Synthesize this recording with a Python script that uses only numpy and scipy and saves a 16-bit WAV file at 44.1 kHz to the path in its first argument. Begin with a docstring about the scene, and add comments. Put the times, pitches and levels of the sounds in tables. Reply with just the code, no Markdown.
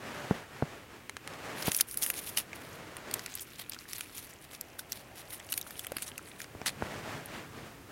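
"""A sleeve rubs close by over a faint outdoor rumble, and soft bumps shake the hand-held microphone.
Someone gathers fallen nuts from dry leaves and grass in a quiet garden, husking them over a wicker basket.
Nuts clack into the basket, dry leaves crackle under the fingers, and stalks and shells snap sharply.
Rubbing and crackling are filtered trains of tiny fractures; snaps are filtered pulses and noise bursts;
knocks and bumps are damped resonances, and the garden is filtered noise."""
import sys
import numpy as np
from scipy import signal
from scipy.fft import rfft, irfft
from scipy.io import wavfile

SR = 44100
rng = np.random.default_rng(int(sys.argv[2]) if len(sys.argv) > 2 else 0)


def generate_wav(sig):
    """Save sig (samples, or channels by samples) to the path in sys.argv[1] as 16-bit PCM at SR."""
    pcm = np.round(np.clip(np.atleast_2d(sig).T, -1, 1) * 32767).astype(np.int16)
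    wavfile.write(sys.argv[1], SR, pcm)


N = 349227  # length in samples
CUTOFF_HZ = 15900  # upper edge of the sound
LEAD_S = .004  # a short noise swells for up to this long before the pulse of a snap

# The fingers picking at the husks. Each row: time in seconds, relative activity in dB.
PICKING = [(3.05, -53), (3.2, 0.5), (4.3, -3), (4.7, -7), (5.1, -11), (5.3, 0), (6.4, -1), (6.55, -52)]


def from_db(db):
    """Amplitude ratio of a level difference in decibels."""
    return 10 ** (np.asarray(db) / 20)


def rms_one(x):
    """Normalise the mean power to 1."""
    return x / np.sqrt(np.mean(x ** 2) + 1e-20)


def in_time(rows):
    """Linear interpolation of each column of a curve, sample by sample."""
    s, *columns = np.transpose(rows)
    return [np.interp(np.arange(N) / SR, s, c) for c in columns]


def band(x, low_hz, high_hz, order=2):
    """Causal band-pass with a maximally flat passband."""
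    edges_hz = [low_hz, min(high_hz, .45 * SR)]
    return signal.sosfilt(signal.butter(order, edges_hz, "band", fs=SR, output="sos"), x + 1e-18)


def drift(rate):
    """Low-passed noise: smooth chance with a spread of 1, changing about `rate` times a second."""
    step = 20  # samples between the computed points
    pole = np.exp(-2 * np.pi * rate * step / SR)
    noise = rng.standard_normal(N // step + 2002)
    slow = signal.lfilter([1], [1, -2 * pole, pole * pole], noise)[2000:]  # skip the settling
    return np.interp(np.arange(N) / step, np.arange(len(slow)), rms_one(slow))


def ring(x, hz, t60):
    """Damped resonator: a unit click sets a sine of initial height 1 ringing, down 60 dB after t60 seconds."""
    r = from_db(-60 / (t60 * SR))
    w = 2 * np.pi * hz / SR
    return signal.lfilter([0, np.sin(w)], [1, -2 * r * np.cos(w), r * r], x + 1e-18)


def add(out, s, sound):
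    """Superposition: mix a short sound in at time s."""
    at = round(s * SR)
    out[at:at + len(sound)] += sound[:N - at]


def grains(per_s, spread_db, clump_db):
    """Shot noise of tiny fractures: uneven sizes, either sign, arriving in clumps; rms 1."""
    born = rng.random(N) < per_s * from_db(clump_db * drift(40)) / SR
    sizes = from_db(spread_db * np.minimum(rng.exponential(1, N), 4))
    return rms_one(born * sizes * rng.choice([-1, 1], N))


def coloured(source, spectrum, ripple_db=0.):
    """Minimum-phase filtering: a causal response follows a spectrum, with chance ripples; rms 1."""
    hz, db = np.transpose(spectrum)
    log_hz = np.log(np.maximum(np.fft.rfftfreq(4096, 1 / SR), 1))
    knots = np.log(np.geomspace(200, 16000, 26))
    ripples = np.interp(log_hz, knots, rng.standard_normal(len(knots)))
    curve_db = np.interp(log_hz, np.log(hz), db) + ripple_db * ripples
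    # folding the cepstrum onto positive times gives the minimum phase
    cepstrum = irfft(np.log(from_db(curve_db)))
    cepstrum[1:len(cepstrum) // 2] *= 2
    cepstrum[len(cepstrum) // 2 + 1:] = 0
    response = irfft(np.exp(rfft(cepstrum)))
    return rms_one(signal.oaconvolve(source, response)[:len(source)])


def gesture(start_s, length_s, attack_s, release_s, build_db=0):
    """Envelope of one movement: it sets in, builds up to 1 over its length and decays exponentially."""
    t = np.arange(N) / SR - start_s
    onset = np.clip(t / attack_s, 0, 1)
    build = from_db(build_db * (np.clip(t / length_s, 0, 1) - 1))
    loss = np.maximum(t - length_s, 0) / release_s
    return onset * build * np.exp(-np.minimum(loss, 20))


def garden():
    """Broadband noise: far, smooth outdoor rumble and hiss, with a hollow narrow-band drone passing through."""
    # Distant rumble. Each row: time in seconds, level in dB.
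    air = [(0, -57.5), (1.05, -56), (2.5, -54), (3.4, -56), (4.2, -56.5), (4.9, -56), (6.4, -53.5),
           (7.92, -53.5)]
    # Faint, far-off drone swelling and fading. Each row: time in seconds, level in dB.
    drone_swell = [(3.6, -70.5), (4.6, -60.5), (5.1, -58.5), (5.7, -60), (6.4, -61), (7.0, -66)]
    # Spectrum of the air. Each row: frequency in Hz, relative density in dB per Hz.
    air_spectrum = [(20, -18), (50, -4.5), (110, 1), (195, -5.5), (290, -2), (450, -6.5), (750, -23.5),
                    (1100, -11.5), (1600, -16), (3000, -25), (6000, -23.5), (10000, -25), (16000, -26.5)]
    air_db, = in_time(air)
    drone_db, = in_time(drone_swell)
    drone = from_db(drone_db) * rms_one(band(rng.standard_normal(N), 478, 867))
    return drone + from_db(air_db) * coloured(rng.standard_normal(N), air_spectrum)


def sleeve():
    """Friction noise: thousands of threads catch and let go each second, and the grip rumbles."""
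    # Strokes of the sleeve. Each row: start in seconds, length in seconds, relative level in dB.
    strokes = [(-0.04, 0.4, -46.5), (0.455, 0.3, -52), (0.86, 0.067, -53), (1.201, 0.19, -49.5),
               (1.366, 0.29, -46.5), (1.913, 0.49, -56), (2.448, 0.32, -53.5), (2.713, 0.29, -53),
               (2.992, 0.17, -49), (4.84, 1.25, -67), (6.517, 0.37, -57), (6.758, 0.23, -46.5),
               (6.985, 0.17, -45.5), (7.246, 0.13, -47), (7.47, 0.2, -52), (7.854, 0.1, -50.5)]
    # A brighter swish of the sleeve. Each row: time in seconds, level in dB.
    swish_swell = [(7.22, -61), (7.29, -55), (7.35, -51), (7.41, -52), (7.45, -64)]
    # The hand shifting its grip on the housing. Each row: time in seconds, rumble level in dB.
    grip_shift = [(6.45, -82), (6.6, -63), (6.8, -49.5), (6.95, -53), (7.15, -48.5), (7.25, -58),
                  (7.38, -54.5), (7.7, -58), (7.9, -70)]
    # Spectrum of the cloth. 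Each row: frequency in Hz, relative density in dB per Hz.
    cloth_spectrum = [(25, -23), (50, -13), (115, 1), (190, -0.5), (350, 0), (600, 0.5), (950, -3),
                      (1800, -4), (2600, -9), (4000, -15), (7000, -19.5), (11000, -25.5), (16000, -31)]
    attack_s, release_s, rest_db, cloth_db = 0.091, 0.088, -69.5, 4.0  # cloth_db lifts strokes and rest alike
    power = from_db(rest_db) ** 2
    for s, length_s, db in strokes:
        power = power + (from_db(db) * gesture(s, length_s, attack_s, release_s)) ** 2
    cloth = from_db(cloth_db) * np.sqrt(power) * coloured(grains(14000, 3.16, 1.2), cloth_spectrum)
    swish_db, = in_time(swish_swell)
    swish = from_db(swish_db) * rms_one(band(grains(14000, 3.8, 0.76), 1500, 3000))
    grip_db, = in_time(grip_shift)
    grip = from_db(grip_db) * rms_one(band(rng.standard_normal(N), 84, 196))
    return cloth + swish + grip


def bumps(low_cut_hz=170, deepest_hz=55, shudder_db=-12, shudder_s=0.0079):
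    """Modal excitation: a contact and its brief shudder shake damped modes; the housing sways in the hand."""
    # Soft bumps on the microphone's housing. Each row: time in seconds, relative contact level in dB,
    # contact brightness in Hz, sway in Hz, relative sway level in dB, sway t60 in seconds.
    contacts = [(0.31, -5.5, 510, 194, -17, 0.044), (0.6242, -7, 606, 152, -19.5, 0.061),
                (1.681, -10.5, 750, 184, -18, 0.018), (6.5506, -26.5, 700, 91, -36.5, 0.083),
                (6.6161, -24.5, 1500, 160, -44, 0.03), (6.8232, -14.5, 2500, 100, -26, 0.055)]
    # The housing's modes. Each row: frequency in Hz, relative level in dB, t60 in seconds.
    modes = [(263, -10, 0.019), (448, -14.5, 0.027), (697, -5, 0.0074), (960, -9.5, 0.0065),
             (1430, -12, 0.0094)]
    out, t = np.zeros(N), np.arange(N // 60) / SR
    click = 1. * (t == 0)
    for s, db, contact_hz, sway_hz, sway_db, sway_t60 in contacts:
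        shudder = rng.standard_normal(len(t)) * np.exp(-t / shudder_s)
        force = click + from_db(shudder_db) * shudder / np.linalg.norm(shudder)
        push = band(force, low_cut_hz, contact_hz, order=1)
        shaken = sum(from_db(mode_db) * ring(push, hz, t60) for hz, mode_db, t60 in modes)
        add(out, s, from_db(db) * shaken)
        sway = band(ring(click, sway_hz, sway_t60), sway_hz / 3, 3 * sway_hz, order=1)
        add(out, s, from_db(sway_db) * sway)
    return band(out, deepest_hz, CUTOFF_HZ)


def knocks(t60=0.021):
    """Impulse response of one mode: wicker answers a nut with one hollow, quickly damped note."""
    # Nuts knocking on the basket. Each row: time in seconds, level in dB, pitch in Hz.
    hits = [(4.008, -42, 1480), (4.792, -33, 1520), (5.9192, -26, 545), (5.9667, -34.5, 333),
            (5.967, -36, 1280), (7.576, -34, 390)]
    out, click = np.zeros(N), signal.unit_impulse(N // 100)
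    for s, db, hz in hits:
        add(out, s, from_db(db) * ring(click, hz, t60))
    return out


def husks(count=12, per_s=9, level_db=-58):
    """Random excitation of resonators: bits of husk rolled in the fingers tick faintly at several pitches."""
    busy_db, = in_time(PICKING)
    cycles = 16  # periods until a tick is down 60 dB
    ticks = 0
    for hz in np.geomspace(1400, 12000, count):
        rung = ring(grains(per_s, 4.1, 1.5), hz, cycles / hz)
        ticks = ticks + rms_one(band(rung, hz / 2, hz * 2))
    return from_db(level_db + busy_db) * rms_one(ticks)


def pressing():
    """Power addition of gains for crunch and crackle: presses join the light rustle of busy fingers."""
    # Presses of the hand into dry leaves and husks. Each row: start in seconds, length in seconds,
    # relative crunch level in dB, relative fine crackle level in dB.
    presses = [(1.558, 0.079, -46, -45), (1.639, 0.047, -39, -37.5), (1.704, 0.11, -49, -38),
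               (1.867, 0.073, -58, -43.5), (1.967, 0.14, -57, -40.5), (2.01, 0.027, -42.5, -30.5),
               (2.132, 0.06, -48, -41), (2.207, 0.091, -48, -41), (2.313, 0.099, -52.5, -50),
               (2.364, 0.022, -32.5, -29), (2.548, 0.013, -49.5, -49), (2.583, 0.18, -62, -61),
               (3.11, 0.14, -53.5, -55), (3.263, 0.119, -51, -62.5), (3.403, 0.016, -56, -39.5),
               (3.46, 0.11, -59.5, -61), (3.578, 0.035, -47.5, -48), (3.709, 0.037, -50, -63),
               (3.79, 0.036, -54, -55), (3.875, 0.16, -53, -50), (4.028, 0.11, -57, -58),
               (4.144, 0.05, -49, -43.5), (4.207, 0.043, -53, -47.5), (4.27, 0.039, -57, -57),
               (4.415, 0.03, -55.5, -56), (4.5, 0.049, -54.5, -54), (4.782, 0.012, -47, -39.5),
               (4.886, 0.13, -58.5, -56), (5.147, 0.064, -53.5, -53), (5.292, 0.061, -56, -48),
               (5.492, 0.1, -58, -45), (5.66, 0.18, -62, -53.5), (5.94, 0.068, -56.5, -55.5),
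               (6.015, 0.01, -48, -39), (6.057, 0.033, -50, -46), (6.259, 0.037, -61.5, -50),
               (6.381, 0.046, -52, -50), (6.655, 0.024, -35, -37.5)]
    attack_s, build_db, release_s = 0.0096, 4, 0.011
    rustle_crunch_db, rustle_crackle_db = -72, -68  # between presses, relative to the fingers' activity
    busy_db, = in_time(PICKING)
    crunch = from_db(busy_db + rustle_crunch_db)
    crackle = from_db(busy_db + rustle_crackle_db)
    for s, length_s, crunch_db, crackle_db in presses:
        press = gesture(s, length_s, attack_s, release_s, build_db)
        crunch = np.hypot(crunch, from_db(crunch_db) * press)
        crackle = np.hypot(crackle, from_db(crackle_db) * press)
    return crunch, crackle


def leaves(count=6, slip_db=2.5, slips_per_s=35):
    """Fracture noise under stick-slip: leaves of different colours take turns, ribs crunch, blades crackle."""
    # How thick the leaves are. 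Each row: time in seconds, share of thick ones from 0 to 1.
    thickness = [(5.5, 0), (5.7, 0), (6.1, 0.55), (6.3, 0.7), (6.42, 0), (6.62, 0.97)]
    # Spectra of crunch, thin and thick crackle. Each row: frequency in Hz, relative density in dB per Hz.
    crunch_spectrum = [(150, -8), (700, -6), (1400, -2.5), (2800, 2), (4200, 2), (6500, -4.5), (8000, -4),
                       (11000, -11)]
    thin_spectrum = [(3000, -40), (5500, -7), (7500, -11), (9500, 1.5), (11500, 0), (13500, -3.5),
                     (16000, -10.5)]
    thick_spectrum = [(3000, -44), (6000, -16), (8000, 1), (9800, 2.5), (11500, 2), (13500, -16),
                      (16000, -40.5)]
    ripple_db, takeover_db = 3.6, 6.5
    crunch, crackle = pressing()
    thick = np.clip(in_time(thickness)[0], 0, 1)
    ribs, blades, power = 0, 0, 0
    for _ in range(count):
        touch = from_db(takeover_db * drift(17))   # how hard this leaf is pressed just now
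        fractures = grains(380, 4.0, 5.0)
        rib_breaks = fractures + from_db(-8) * grains(2700, 1.8, 2.7)
        ribs += touch * coloured(rib_breaks, crunch_spectrum, ripple_db)
        splits = fractures + from_db(2.5) * grains(2500, 1.6, 2.5)
        thin_blade = np.sqrt(1 - thick) * coloured(splits, thin_spectrum, ripple_db)
        thick_blade = np.sqrt(thick) * coloured(splits, thick_spectrum, ripple_db)
        blades += touch * (thin_blade + thick_blade)
        power += touch ** 2
    slip = rms_one(from_db(slip_db * drift(slips_per_s)))   # the hand sticks and slips
    return slip * (from_db(3.0) * crunch * ribs + from_db(0.5) * crackle * blades) / np.sqrt(power)


def snap(level_db, hz, colour, splinter_db=-3.0, splinter_s=0.0024, scatter_db=-11, scatter_s=0.0042,
         ring_db=-7, ring_cycles=20, longest_ring_s=0.02, ripple_db=3.5, swell_db=-11, swell_s=0.0016):
    """Brittle fracture: a short noise swell, one pulse, a burst of splinters, a ring, scatter off the ground."""
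    t = (np.arange(N // 200) - round(LEAD_S * SR)) / SR
    in_4_ms = np.sqrt(.004 * SR / len(t))  # the level counts the energy as if spread over 4 ms
    noise, scatter = rng.standard_normal((2, len(t))) * rng.exponential(1, (2, len(t))) ** .5
    force = rms_one(1. * (t == 0))
    force += from_db(swell_db) * rms_one((t < 0) * noise * np.exp(-abs(t) / swell_s))
    force += from_db(splinter_db) * rms_one((t >= 0) * noise * np.exp(-abs(t) / splinter_s))
    force += from_db(scatter_db) * rms_one((t >= 0) * scatter * np.exp(-abs(t) / scatter_s))
    sound = coloured(force, colour, ripple_db)
    sound = sound + from_db(ring_db) * rms_one(ring(sound, hz, min(ring_cycles / hz, longest_ring_s)))
    size = np.std(band(sound, 3000, 7500))  # levels hold in this band
    return from_db(level_db) * in_4_ms * sound / size


def drops():
    """Impact: nuts falling on the bare wicker share one clack spectrum, each with its own ring."""
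    # Nuts dropped into the nearly empty basket.
    # Each row: time in seconds, level in dB at 3-7.5 kHz, ring in Hz.
    falls = [(1.0956, -40.5, 2300), (1.1678, -42, 1750), (1.276, -42, 2300), (1.337, -49.5, 1720)]
    # Their dry clack. Each row: frequency in Hz, relative density in dB per Hz.
    clack = [(100, -20), (350, 7.5), (900, 3.5), (1400, 3.5), (2400, 6), (5000, -2.5), (9500, -4.5),
             (13000, -17), (16000, -18)]
    out = np.zeros(N)
    for s, level_db, hz in falls:
        sound = snap(level_db, hz, clack, splinter_db=-1.5, scatter_db=-16, swell_db=-21,
                     ring_db=-10.5, ripple_db=1.5)
        add(out, s - LEAD_S, sound)
    return out


def small_snaps(count=260, crunch_share_db=-4.0, spread_db=4.5, tilt_db=7):
    """Random fracture: thin fibres break at chance moments, level following the hand's crunch, colours varied."""
    crunch, _ = pressing()
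    out = np.zeros(N)
    for when, pitch, size, tilt in rng.random((count, 4)):
        at = int(when * N)
        chance_db = -spread_db * np.log(max(size, np.exp(-3)))
        level_db = 20 * np.log10(crunch[at] + 1e-9) + crunch_share_db + chance_db
        air_db = tilt_db * (2 * tilt - 1) - 4
        colour = [(200, -20), (900, -28), (2000, -12), (4000, 0), (6500, 15), (12000, air_db),
                  (16000, air_db - 9)]
        sound = snap(level_db, 2000 * 6 ** pitch, colour, splinter_db=-5.0, splinter_s=.0015, scatter_db=-1)
        add(out, at / SR, sound)
    return out


def snaps():
    """Spectral balance of fracture: thick stalks give more thud and body, thin dry leaves more edge and air."""
    # The loudest stalks, husks and shells snapping. Each row: time in seconds, level in dB at 3-7.5 kHz,
    # ring in Hz, body in dB and air in dB, both relative to 5 kHz.
    breaks = [(1.6259, -36.5, 5370, -1, -19), (1.7183, -30, 11400, 2, 4), (1.7476, -29.5, 6000, -8, 7),
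              (1.7658, -36.5, 11400, -7, 14), (1.7752, -41, 10200, -5, 19), (1.7885, -37, 10100, -3, -1),
              (1.8004, -38.5, 9800, 10, -3), (1.8094, -22.5, 11800, -8.5, -1), (1.8116, -26, 4920, -2, 16),
              (1.9126, -44.5, 10000, -6, 11), (1.943, -46.5, 11400, 3, 12), (1.9733, -37.5, 11300, -5, 15),
              (2.0238, -33, 9200, 1, 3), (2.0317, -32, 9000, -5, -7), (2.0638, -37, 9800, 6.5, 12),
              (2.102, -32.5, 13200, 3.5, 4), (2.374, -26.5, 2980, -1, 2), (2.5315, -45, 2580, 10.5, -20),
              (2.9682, -45, 10200, 5.5, 6.5), (3.1126, -40.5, 4960, -2, -1), (3.1404, -30.5, 8900, -6, 7.5),
              (3.1942, -39.5, 2140, 2.5, -6), (3.262, -38, 2580, -3, -4), (3.3533, -43, 13000, -8, 11),
              (3.3952, -42, 3460, -8, -29), (3.6963, -47, 10500, 1, 26), (3.7209, -42, 2430, -11, -20.5),
              (3.7341, -42.5, 4070, -2, -18), (3.789, -43, 6260, -16, -16), (3.9329, -37, 11700, -2, 2.5),
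              (3.9642, -45.5, 4640, -3, -4), (3.983, -48, 12800, 3, 10), (4.009, -37.5, 11200, 6, 2),
              (4.1808, -45, 10800, -10, 2), (4.5499, -45.5, 6900, -12.5, -4), (4.6113, -40, 7750, -3.5, 14),
              (4.7939, -39, 3600, -6, 3), (4.9213, -32.5, 7540, -7.5, 3), (4.929, -39.5, 4400, -10, -8),
              (5.4003, -47.5, 3520, 5, -4), (5.49, -48.5, 3100, 4, -18), (5.523, -37, 12500, 2, 16),
              (5.5277, -34.5, 3140, 3, 5), (5.5399, -36, 4380, 0.5, 4), (5.5777, -35, 12100, -1, 10),
              (5.6137, -39.5, 3840, -14, 3), (5.7082, -47.5, 1840, 3, 5), (5.7941, -37.5, 3450, -8, 4),
              (5.8468, -46.5, 3150, 7, -10), (5.8687, -41, 3400, 1, 8), (5.92, -44.5, 11200, 12, 10),
              (5.9681, -36, 4800, 6.5, 9), (5.984, -45, 2800, 4, -7), (6.0228, -39.5, 7800, 4, 7),
              (6.1797, -41, 2820, 4, 3), (6.4033, -47.5, 2430, 11, 1), (6.4172, -41, 7100, 1, 1),
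              (6.4433, -47.5, 2240, 10.5, -20), (6.616, -48, 2500, 5, -21), (6.6615, -33, 10800, 6, -3),
              (6.669, -31, 7650, -5, -4), (6.6785, -33, 4230, -6, -13), (6.6824, -34, 2250, -3, -14),
              (6.693, -37.5, 2530, 3, -18), (7.2589, -52, 10600, 1, 14)]
    thud_under_body_db, edge_share = 12.5, 0.84  # the edge near 10 kHz follows a share of the air
    out = np.zeros(N)
    for s, level_db, hz, body_db, air_db in breaks:
        thud_db, edge_db = body_db - thud_under_body_db, edge_share * air_db
        colour = [(100, thud_db - 8.0), (350, thud_db), (900, thud_db), (1400, body_db), (2400, body_db),
                  (4000, 0), (7500, 0), (10000, edge_db), (13000, air_db), (16000, air_db - 11)]
        add(out, s - LEAD_S, snap(level_db, hz, colour))
    return out


def scene():
    """Free field: everything sums in the open air, so nothing reverberates."""
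    background = garden() + sleeve() + bumps()
    basket = knocks() + drops()
    hands = husks() + leaves() + small_snaps() + snaps()
    return (background + basket + hands)[None]


def record(dry):
    """Band limitation: an elliptic low-pass cuts the top steeply."""
    return signal.sosfilt(signal.ellip(10, .2, 80, CUTOFF_HZ, fs=SR, output="sos"), dry)


dry = scene()
out = record(dry)
generate_wav(out)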